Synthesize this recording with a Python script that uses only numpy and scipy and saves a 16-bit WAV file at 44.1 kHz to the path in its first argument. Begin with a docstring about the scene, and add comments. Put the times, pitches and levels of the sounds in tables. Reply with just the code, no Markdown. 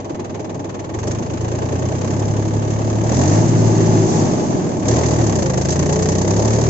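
"""A field, heard from the driver's seat of a three-cylinder diesel tractor dragging a cultivator.
It idles, revs up, coasts down, then labours under load. Every firing gives an exhaust puff built
from low multiples of the firing rate, and bursts of coloured noise for rumble, thud, knock and clatter.
The block and cylinder walls ring as resonators, gears whine at higher engine orders, gear teeth rattle
when the throttle shuts, and there are a few sharp metallic clicks, some of them harder knocks on a firing."""
import sys
import numpy as np
from scipy import signal
from scipy.fft import rfft, irfft
from scipy.io import wavfile

SR = 44100
rng = np.random.default_rng(int(sys.argv[2]) if len(sys.argv) > 2 else 0)


def waveform_to_disk(signal):
    """Save audio, clipped to [-1, 1], as 16-bit WAV at the path in sys.argv[1]."""
    frames = np.transpose(np.atleast_2d(signal))
    scaled = np.clip(frames, -1, 1) * 32767
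    samples = np.round(scaled).astype(np.int16)
    wavfile.write(sys.argv[1], SR, samples)


N = 295029

# colour of heavy blows on the block: (frequency [Hz], level per Hz [dB])
THUD_COLOUR = [(280, -11), (450, -1), (530, -1.5), (615, 0.5), (690, -3.5), (790, -5), (900, -6),
               (1000, -11), (1200, -19.5), (1500, -29), (2600, -57)]
# colour of bright metallic clatter: (frequency [Hz], level per Hz [dB])
CLATTER_COLOUR = [(2400, -24.5), (3500, -14), (4500, -8.5), (4950, -6.5), (5400, -5.5), (5900, -1),
                  (6450, 2.5), (7000, -2), (7550, -4), (8000, -26.5), (9000, -47)]


def from_db(db):
    """Decibels to gain."""
    return 10 ** (np.asarray(db) / 20)


def rms_one(x):
    """Scale to rms 1."""
    return x / np.sqrt(np.mean(x ** 2) + 1e-20)


def in_time(rows):
    """Read a (time, value) curve at every sample."""
    times, values = np.transpose(rows)
    return np.interp(np.arange(N) / SR, times, values)


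def at_hz(points, hz):
    """Read a table over log frequency at the given frequencies."""
    table_hz, value = np.transpose(points)
    return np.interp(np.log(hz), np.log(table_hz), value)


def at_bins(points):
    """Read a table over log frequency at every FFT bin."""
    return at_hz(points, np.arange(N // 2 + 1) * SR / N + 1)  # 1 Hz up, to avoid log(0)


def drift(rate):
    """Smooth chance with so many turns a second; spread 1."""
    position = np.arange(N) * rate / SR
    return rms_one(np.interp(position, np.arange(N), rng.standard_normal(N)))


def radiate(pair, colour):
    """Two unrelated vibrations take a part's colour and reach both ports, most alike in the bass; rms 1."""
    # likeness of the two microphone ports: (frequency [Hz], correlation [-1 to 1])
    likeness = [(60, 1), (120, 0.73), (240, 0.91), (490, 0.6), (750, 0.16), (1100, 0.4), (2500, 0.22),
                (7000, 0.17)]
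    # above the bass the engine is heard directly, later at the left port: (frequency [Hz], lag [s])
    port_lag = [(700, 0), (1050, .00043)]
    mid, side = rfft(pair) * from_db(at_bins(colour))
    alike = np.clip(at_bins(likeness), -.99, .99)
    shared = np.sqrt(1 + alike) * mid
    apart = np.sqrt(1 - alike) * side
    bin_hz = np.arange(len(mid)) * SR / N
    late = np.exp(-2j * np.pi * bin_hz * at_bins(port_lag))
    return rms_one(irfft(np.array([(shared + apart) * late, shared - apart]), N))


def shaking(firings, repeat, size=2400):
    """Dense contacts: one share recurs at the same crank angles every three firings, the rest is new."""
    contact = (firings / 3 % 1 * size).astype(int) % size
    density = np.minimum(np.gradient(firings) * size / 3, 1)  # contacts per sample: evens the power per Hz
    locked = rng.standard_normal((2, size))[:, contact] * np.sqrt(density)
    return np.sqrt(repeat) * locked + np.sqrt(1 - repeat) * rng.standard_normal((2, N))


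def bursts(firings, depth, cylinder_db, scatter_db, grain_db, grain_rate):
    """Each firing swells fast and dies away; cylinders and firings differ in strength; mean power about 1."""
    # one burst: (share of the firing interval since injection [0-1], relative level at depth 1 [dB])
    burst = [(0, -13), (.07, -18), (.16, -1), (.35, 1), (.6, -10.5), (.9, -12), (1, -16)]
    number = np.floor(firings).astype(int) + 1  # the first firing is already under way
    shape = from_db(depth * np.interp(firings % 1, *np.transpose(burst)))
    power = np.bincount(number, shape ** 2) / np.bincount(number).clip(1)
    even_shape = shape / np.sqrt(power[number])
    strength_db = np.array(cylinder_db)[number % 3] + scatter_db * rng.standard_normal(N)[number]
    return even_shape * rms_one(from_db(strength_db + grain_db * drift(grain_rate)))


def line(firings, order, waver_db, wander, port_turn):
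    """One engine order wavers in level and timing, slightly out of step at the ports; rms about 1."""
    turn = 2 * np.pi * order * firings + wander * drift(15)  # wander and port_turn in radians
    turn = turn + port_turn * np.array([[-1], [1]])
    return np.sqrt(2) * np.cos(turn) * from_db(waver_db * drift(16))


def resonate(x, hz, width_hz):
    """A mode that keeps ringing after it is shaken; gain about 1 at its centre."""
    r = np.exp(-np.pi * width_hz / SR)
    feed = np.array([1, 0, -1]) * (1 - r * r) / 2
    return signal.lfilter(feed, [1, -2 * r * np.cos(2 * np.pi * hz / SR), r * r], x)


def exhaust(firings, rate, fuel, phase_step):
    """Fuel shapes the puffs; the silencer leaves low multiples that boom as they cross the pipe resonance."""
    # puff before the pipe: (multiple of the firing rate, idling [dB], cruising [dB],
    # speeding up [dB], labouring [dB])
    puff = [(1, -27, -9.5, -7.5, -15.5), (2, -33, -15, -13, -8), (3, -34, -18.5, -20, -14),
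            (4, -32.5, -23.5, -18, -31.5), (5, -30.5, -29.5, -29.5, -15)]
    # share of the full charge in those four states: (idling, cruising, speeding up, labouring) [0-1]
    puff_fuel = (.15, .35, .75, 1)
    # exhaust pipe and silencer: (frequency [Hz], gain [dB])
    pipe = [(20, -53), (55, -31.5), (80, -13), (100, -5), (112, 0.5), (128, -2), (145, -4.5), (165, -4.5),
            (200, -8), (280, -17)]
    out = 0
    for multiple, *puff_db in puff:
        k = round(multiple)
        db = np.interp(fuel, puff_fuel, puff_db) + at_hz(pipe, k * rate)
        tone = line(firings + phase_step / k, order=k, waver_db=1.16, wander=0.029, port_turn=0.14)
        out = out + from_db(db) * tone
    return out


def chassis_rumble(firings, load):
    """The firings shake the chassis: low noise, part of it repeating with the crank, gently pulsed."""
    # (frequency [Hz], level per Hz [dB])
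    colour = [(30, -47.5), (70, -17), (100, -5.5), (125, -1.5), (165, 0), (205, -2.5), (245, -0.6),
              (288, -3.5), (370, -5.5), (430, -11), (520, -20), (900, -58.5)]
    pulse = bursts(firings, 0.11 * load, [0, .3, -.3], scatter_db=0.38, grain_db=0.77, grain_rate=48)
    return radiate(shaking(firings, repeat=0.51), colour) * pulse


def block_thud(firings, load):
    """Each firing thumps the block: low-mid noise in uneven pulses."""
    pulse = bursts(firings, .5 * load, [-.7, 1.1, -.4], scatter_db=1.5, grain_db=0.0, grain_rate=270)
    return radiate(shaking(firings, repeat=0.49), THUD_COLOUR) * pulse


def block_ring(firings, load):
    """Each firing shakes the block and bonnet, whose modes ring on between firings; rms 1."""
    # block and bonnet modes: (frequency [Hz], width [Hz], relative level [dB])
    modes = [(340, 82, 5), (551, 64, -4.5), (612.4, 23.7, 4.5), (801, 55, -7), (845.5, 25, 0),
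             (1080, 180, -15)]
    blows = radiate(shaking(firings, repeat=0.29), [(150, -28.5), (300, 5.5), (1100, 3.5), (1500, -19)])
    blows *= bursts(firings, 0.24 * load, [-.7, 1.1, -.4], scatter_db=1.6, grain_db=3.2, grain_rate=360)
    ring = 0
    for k, (hz, width_hz, db) in enumerate(modes):
        ring = ring + (-1) ** k * from_db(db) * resonate(blows, hz, width_hz)  # alternating polarity
    return rms_one(ring)


def ignition(firings, fall, scale_db):
    """The fuel ignites with a crack that dies within a small share of the firing interval."""
    age = firings % 1 / fall
    return from_db(scale_db) * np.exp(-age) * (1 - np.exp(-2 * age))


def combustion_knock(firings, force):
    """Combustion pressure knocks on the metal: mid-to-high noise driven by the combustion force."""
    # (frequency [Hz], level per Hz [dB])
    colour = [(700, -17.5), (1100, 5), (1400, -5.5), (1560, -2), (1850, -10), (2150, -7), (2650, -8),
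              (3300, -10.5), (4500, -15), (7000, -46.5)]
    return radiate(shaking(firings, repeat=0.44), colour) * force


def wall_ring(firings, force, hz, width_hz):
    """Combustion makes the cylinder walls ring: the metallic note of the knock; rms 1."""
    blows = shaking(firings, repeat=0.63) * force
    return rms_one(resonate(resonate(blows, hz, width_hz), hz, width_hz))


def injector_clatter(firings, load, crack):
    """Injectors and ignition clatter: bright fresh noise in deep, grainy bursts."""
    pulse = bursts(firings, 1.0 * load, [-.8, .4, .4], scatter_db=1.0, grain_db=1.27, grain_rate=550)
    return radiate(rng.standard_normal((2, N)), CLATTER_COLOUR) * rms_one(1 + 0.5 * crack) * pulse


def engine_body(firings, rate, fuel):
    """Each part follows speed and fuel; firings stand out most when the engine is slow and pulls hard."""
    # how loud each part is, before the nearness: (level at cruising speed with no fuel [dB],
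    # rise per doubling of speed [dB], rise at full fuel [dB], exponent of the fuel)
    rumble_law = (-22.5, 7, 2, 3.6)
    thud_law = (-29.5, 3.5, 6, 1.64)
    block_ring_law = (-29, 2.5, 5, 1)
    knock_law = (-45, 3, 11, 0.29)
    wall_ring_law = (-52.5, 3.5, 14.5, 0.57)
    clatter_law = (-41, 6.5, 13, 1.2)
    doublings = np.log2(rate / 36)  # cruising is 36 firings per s
    # sharpness of single firings, 0-1: at cruise, added by full fuel, lost per doubling of speed
    load = np.clip(0.31 + 0.26 * fuel - 0.55 * doublings, 0, 1)

    def level(law):
        """A part's gain at the present speed and fuel."""
        cruise_db, speed_db, fuel_db, exponent = law
        return from_db(cruise_db + speed_db * doublings + fuel_db * fuel ** exponent)

    crack = load * ignition(firings, fall=0.16, scale_db=5.5)
    force = rms_one(1 + crack)
    force = force * bursts(firings, 0.8 * load, [-.5, .4, .1], scatter_db=1.0, grain_db=0.6, grain_rate=510)
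    out = chassis_rumble(firings, load) * level(rumble_law)
    out += block_thud(firings, load) * level(thud_law)
    out += block_ring(firings, load) * level(block_ring_law)
    out += combustion_knock(firings, force) * level(knock_law)
    out += wall_ring(firings, force, hz=1800, width_hz=470) * level(wall_ring_law)
    out += injector_clatter(firings, load, crack) * level(clatter_law)
    return out


def drive_train(firings):
    """Gears and panels make higher engine orders sing out for a while, gliding with the speed."""
    # (time of the peak [s], half length [s], multiple of the firing rate, level at the peak [dB])
    whine = [(2.6, 0.3, 7, -33.5), (2.716, 0.45, 9, -40), (3.597, .52, 6, -25), (3.874, .2, 7, -22.5),
             (5.28, 0.077, 9, -22.5), (5.474, 0.083, 20, -27), (5.501, 0.11, 7, -24.5),
             (5.98, .48, 6, -25.5), (6.002, 0.12, 14, -23), (6.47, 0.18, 14, -27.5), (6.5, 0.36, 11, -29.5),
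             (6.58, 0.22, 10, -28)]
    t, out = np.arange(N) / SR, 0
    for peak_s, half_s, order, db in whine:
        tone = line(firings + rng.random(), order=round(order), waver_db=1.2, wander=.3, port_turn=.25)
        swell = np.exp(-((t - peak_s) / half_s) ** 2 / 2)
        out = out + from_db(db) * swell * tone
    return out


def sharp_clicks(decay_s):
    """Sharp metallic clicks, some of them harder knocks on a firing: bright noise fading exponentially."""
    # (time [s], level at the onset [dB])
    clicks = [(3.808, -33), (4.883, -19), (5.705, -18), (6.023, -26)]
    onsets = np.zeros(N)
    for s, db in clicks:
        onsets[int(s * SR)] = from_db(db)
    fade = signal.lfilter([1], [1, -np.exp(-1 / (decay_s * SR))], onsets + 1e-18)
    return fade * radiate(rng.standard_normal((2, N)), CLATTER_COLOUR)


def backlash(firings, attack_s, decay_s, thud_db, clatter_db):
    """When the throttle shuts, the gear teeth go slack and rattle for a moment."""
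    throttle_shuts_s = 4.05
    age = np.maximum(np.arange(N) / SR - throttle_shuts_s, 0)
    teeth = shaking(firings, repeat=.3)
    rattle = from_db(thud_db) * radiate(teeth, THUD_COLOUR)
    rattle += from_db(clatter_db) * radiate(teeth, CLATTER_COLOUR)
    return rattle * (1 - np.exp(-age / attack_s)) * np.exp(-age / decay_s)


def scene():
    """Engine and gears turn with the crankshaft, the engine follows the fuel, and sharp clicks are added."""
    # engine speed: (time [s], firing rate [firings per s])
    firing = [(0.0, 19.99), (0.92, 20.18), (1.12, 26.51), (1.24, 26.54), (1.91, 31.05), (2.25, 34.91),
              (3.07, 36.39), (3.4, 56.08), (4.17, 53.58), (4.22, 51.18), (4.67, 41.72), (4.84, 32.95),
              (4.97, 41.34), (5.22, 38.33), (5.44, 26.96), (5.54, 25.48), (5.83, 29.9), (6.2, 31.66),
              (6.39, 35.24), (6.69, 39.07)]
    # fuel per stroke, a blip, a light cruise, a rev-up, a coast, then hard pulling:
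    # (time [s], share of the full charge [0-1])
    fuel_curve = [(0, 0.11), (.87, 0.19), (1.08, 0.68), (1.22, 0.22), (1.42, 0.38), (3.02, .36),
                  (3.16, 0.87), (3.34, 0.79), (3.43, 0.3), (4.04, 0.44), (4.08, 0.15), (4.2, 0.35),
                  (4.45, 0.1), (4.82, 0.02), (4.87, 0.87), (5.2, 0.73), (5.33, 0.92), (6.1, 0.95),
                  (6.69, 0.77)]
    # the engine block as the hand-held microphone moves about the seat: (time [s], level [dB])
    nearness = [(0, -1.5), (2.0, -0.05), (2.5, -1.5), (3.6, 1.34), (4.15, 1.84), (4.9, 1.0), (6.0, 0),
                (6.69, 0.5)]
    rate, fuel = in_time(firing), in_time(fuel_curve)
    firings = np.cumsum(rate) / SR - .77  # the first burst starts at this share of a firing interval
    engine = exhaust(firings, rate, fuel, phase_step=-0.049)
    engine = engine + from_db(in_time(nearness)) * engine_body(firings, rate, fuel)
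    gears = drive_train(firings)
    gears = gears + backlash(firings, attack_s=0.018, decay_s=0.36, thud_db=-26.5, clatter_db=-30.5)
    return engine + gears + sharp_clicks(decay_s=0.01)


def record(dry):
    """The treble above 7900 Hz is cut steeply by an elliptic low-pass."""
    low_pass = signal.ellip(10, .2, 90, 7900, fs=SR, output="sos")  # ripple .2 dB, stop band -90 dB
    return signal.sosfilt(low_pass, dry)


dry = scene()
out = record(dry)
waveform_to_disk(out)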